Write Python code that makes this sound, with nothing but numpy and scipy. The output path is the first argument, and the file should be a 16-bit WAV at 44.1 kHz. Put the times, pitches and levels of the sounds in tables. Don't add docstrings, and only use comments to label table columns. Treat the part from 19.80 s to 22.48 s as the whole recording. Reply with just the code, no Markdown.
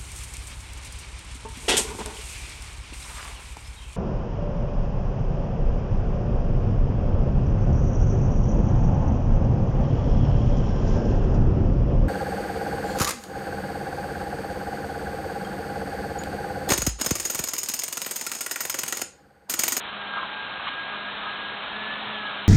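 import sys
import numpy as np
from scipy import signal
from scipy.fft import rfft, irfft, next_fast_len
from scipy.io import wavfile
from scipy.ndimage import map_coordinates

SR = 44100
rng = np.random.default_rng(int(sys.argv[2]) if len(sys.argv) > 2 else 0)


def to_wav(s):
    ch = np.atleast_2d(s).T
    pcm = np.round(np.clip(ch, -1, 1) * 32767)
    wavfile.write(sys.argv[1], SR, pcm.astype(np.int16))


N = 118188
T = np.arange(N) / SR

# time in seconds, shaft speed in Hz.
MAIN_SPEED = [(0, 202.4), (.55, 201), (.85, 203.2), (1.1, 203.6), (1.55, 204.7), (1.82, 204.8),
              (1.95, 212.4), (2.13, 216.9), (2.35, 214.2), (2.55, 202.3), (2.68, 198.3)]
# time in seconds, level in dB.
WHINE_LEVEL = [(0, -48), (.12, -43.5), (.27, -39.5), (.36, -34), (.5, -46), (.59, -34.5), (.69, -43.5),
               (.74, -39.5), (.84, -46.5), (1.0, -35), (1.14, -44.5), (1.26, -38.5), (1.4, -55.5),
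               (1.49, -37), (1.6, -44.5), (1.68, -37), (1.78, -49.5), (1.96, -40.5), (2.02, -43),
               (2.13, -35), (2.25, -54), (2.38, -38), (2.49, -36.5), (2.53, -44.5), (2.6, -36.5),
               (2.68, -52)]
# pitch in Hz per Hz of motor speed, level in dB.
FAINT_TONES = [(4, -55), (6.2, -51.5), (7.4, -57), (8.55, -55.5), (10.7, -58.5), (12, -55.5), (15.2, -55)]
# time in seconds, shaft speed in Hz, fundamental's level in dB.
HUM_PATH = [(0, 204.5, -55.5), (.13, 204.5, -51.5), (.3, 204, -49), (.52, 204, -58.5), (1.0, 203.5, -60.5),
            (1.15, 203.6, -51.5), (1.76, 204, -52), (1.86, 204, -62), (1.96, 210.5, -46),
            (2.15, 213.5, -48), (2.42, 210, -45), (2.49, 208, -56.5), (2.6, 203, -47.5), (2.68, 200, -51)]
# harmonic number, level in dB against the fundamental.
HUM_OVERTONES = [(2, -5.5), (3, -5), (6, -6.5)]
# frequency in Hz, relative level in dB.
WASH_EQ = [(15, -31), (28, -20.5), (55, -14.5), (85, -15), (115, -10), (170, -9.5), (290, -7.5), (370, -10),
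           (520, -7.5), (680, -3), (950, -1), (1300, -2), (1520, -3), (1750, -5), (1950, -10),
           (4000, -15.5)]
# frequency in Hz, relative level in dB.
RASP_EQ = [(300, -41), (1400, -2), (1950, -7), (2200, -3), (2700, -2.5), (3100, -0.5), (3400, -2),
           (3750, -1.5), (4000, -5.5), (4400, -10)]
# peak time, rise and decay time constants, all in seconds, centre pitch in Hz,
# body level in dB, treble level in dB.
SCUFF_CUES = [(0.341, .008, 0.0056, 1240, -31.5, -46), (.371, .009, .022, 1220, -26, -34.5),
              (.432, 0.011, 0.023, 1002, -33.5, -41), (.798, 0.0026, 0.0041, 1200, -31, -41.5),
              (.853, 0.009, .008, 1307, -36.5, -35), (.872, 0.0027, 0.0032, 1210, -25.5, -39.5),
              (0.881, 0.0061, 0.011, 1094, -33, -27.5), (1.152, 0.016, 0.0092, 1218, -33, -47.5),
              (1.458, .012, 0.0098, 1250, -38.5, -47)]
# multiple of its centre pitch, relative level in dB.
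SCUFF_BODY_EQ = [(.2, -53.5), (.65, -17.5), (.88, -4), (1, 1.5), (1.14, -5), (1.45, -22), (3.3, -34)]
# frequency in Hz, relative level in dB.
SCUFF_TREBLE_EQ = [(200, -42), (900, -11), (1700, -3), (2600, -5), (3150, 1.5), (3700, -5.5), (4400, -16)]
# start in seconds, strike level in dB.
TICK_CUES = [(.368, -21.5), (0.4301, -19)]
# pitch in Hz, level in dB against the strike, seconds to fall 60 dB.
PLASTIC_MODES = [(1070, -10.5, .022), (1317, -9, 0.03), (3000, -13, .008)]
# peak time in seconds, half-width in seconds, pitch in Hz, level in dB.
SWELL_CUES = [(0.548, 0.11, 852, -43), (1.343, 0.053, 1755, -44.5), (1.474, 0.093, 1273, -42.5),
              (1.876, 0.078, 622, -49)]
# frequency in Hz, gain in dB.
MICROPHONE_EQ = [(3950, 0), (4150, -4.5), (4330, -14.5), (4500, -29), (4700, -55.5)]

PINION_TEETH, WHINE_JITTER_HZ = 8, 1.28
WHINE_ECHO_DB, WHINE_FLUTTER_DB = -13, 1.2
FADES_PER_S = 7
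WASH_DB, RASP_DB = -35, -34.5
WASH_DB_PER_S, RASP_DB_PER_S = 0.38, 1
EFFORT_DB_PER_HZ = 0.0479
BLADE_PASSES_PER_TURN, CHOP_DEPTH, RASP_DEPTH = .27, 0.1, 0.21
SWELL_WAVER_HZ = 9
ROOM_T60_S, ROOM_DB = 0.14, -12.5


def amp(db):
    return 10 ** (np.asarray(db) / 20)


def unit(x):
    return x / np.sqrt(np.mean(x ** 2) + 1e-20)


def automation(rows):
    times, *columns = np.transpose(rows)
    return [np.interp(T, times, column) for column in columns]


def wobble(rate):
    return map_coordinates(rng.standard_normal(512), [T * rate + 2], mode="wrap")


def equalise(x, points, top_hz=SR):
    size = next_fast_len(N + 8192)
    hz = np.fft.rfftfreq(size, 1 / SR)
    point_hz, point_db = np.transpose(points)
    gain = amp(np.interp(np.log(hz + 1), np.log(point_hz), point_db)) * (hz < top_hz)
    return irfft(rfft(x, size) * gain, size)[:N]


def noise(points, pulse=1):
    return unit(equalise(pulse * rng.standard_normal(N), points))


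def angle(hz):
    return 2 * np.pi * np.cumsum(hz) / SR


def room(x):
    tail = rng.standard_normal(N) * np.exp(-np.log(1000) * T / ROOM_T60_S)
    return x + amp(ROOM_DB) * signal.fftconvolve(x, tail / np.linalg.norm(tail))[:N]


def fading_tone(phase):
    return unit(wobble(FADES_PER_S) * np.cos(phase) + wobble(FADES_PER_S) * np.sin(phase))


def main_motor(speed):
    level_db, = automation(WHINE_LEVEL)
    gain = amp(level_db + WHINE_FLUTTER_DB * wobble(40))
    tooth_hz = PINION_TEETH * speed + WHINE_JITTER_HZ * wobble(30)
    whine = gain * unit(np.sin(angle(tooth_hz)))
    echo = unit(room(whine) - whine) * whine.std() * amp(WHINE_ECHO_DB)
    return whine + echo


def faint_tones(speed):
    return sum(amp(db) * fading_tone(ratio * angle(speed)) for ratio, db in FAINT_TONES)


def second_motor():
    speed, level_db = automation(HUM_PATH)
    shaft = angle(speed)
    overtones = sum(amp(db + 2.1 * wobble(FADES_PER_S)) * unit(np.sin(harmonic * shaft))
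                    for harmonic, db in HUM_OVERTONES)
    return amp(level_db) * (unit(np.sin(shaft)) + overtones)


def rotors(speed):
    shaft, since_middle = angle(speed), T - T.mean()
    blade_pulse = 1 + CHOP_DEPTH * np.sin(BLADE_PASSES_PER_TURN * shaft)
    gear_pulse = 1 + RASP_DEPTH * np.sin(shaft)
    wash = noise(WASH_EQ, blade_pulse) * amp(WASH_DB + WASH_DB_PER_S * since_middle)
    rasp = noise(RASP_EQ, gear_pulse) * amp(RASP_DB + RASP_DB_PER_S * since_middle)
    effort_db = EFFORT_DB_PER_HZ * (speed - speed.mean())
    flutter_db = 0.28 * wobble(10)
    return (wash + rasp) * amp(effort_db + flutter_db)


def scuffs():
    treble, out = noise(SCUFF_TREBLE_EQ), np.zeros(N)
    for peak, rise, decay, hz, body_db, treble_db in SCUFF_CUES:
        body = noise([(multiple * hz, db) for multiple, db in SCUFF_BODY_EQ])
        envelope = np.exp(-np.abs(T - peak) / np.where(T < peak, rise, decay))
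        out += envelope * (amp(body_db) * body + amp(treble_db) * treble)
    return out


def ticks():
    out = np.zeros(N)
    for start, strike_db in TICK_CUES:
        age = np.maximum(T - start, 0)
        for hz, mode_db, t60 in PLASTIC_MODES:
            envelope = amp(strike_db + mode_db) * np.exp(-np.log(1000) * age / t60)
            out += envelope * np.sin(2 * np.pi * hz * age)
    return out


def swells():
    out = np.zeros(N)
    for peak, half_width, hz, db in SWELL_CUES:
        envelope = amp(db) * np.exp(-((T - peak) / half_width) ** 2)
        out += envelope * unit(np.sin(angle(hz + SWELL_WAVER_HZ * wobble(40))))
    return out


def scene():
    speed, = automation(MAIN_SPEED)
    whirr = main_motor(speed) + faint_tones(speed) + second_motor() + rotors(speed) + swells()
    handling = room(scuffs() + ticks())
    return (whirr + handling)[None]


def record(dry):
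    return np.array([equalise(channel, MICROPHONE_EQ, top_hz=4760) for channel in dry])


dry = scene()
out = record(dry)
to_wav(out)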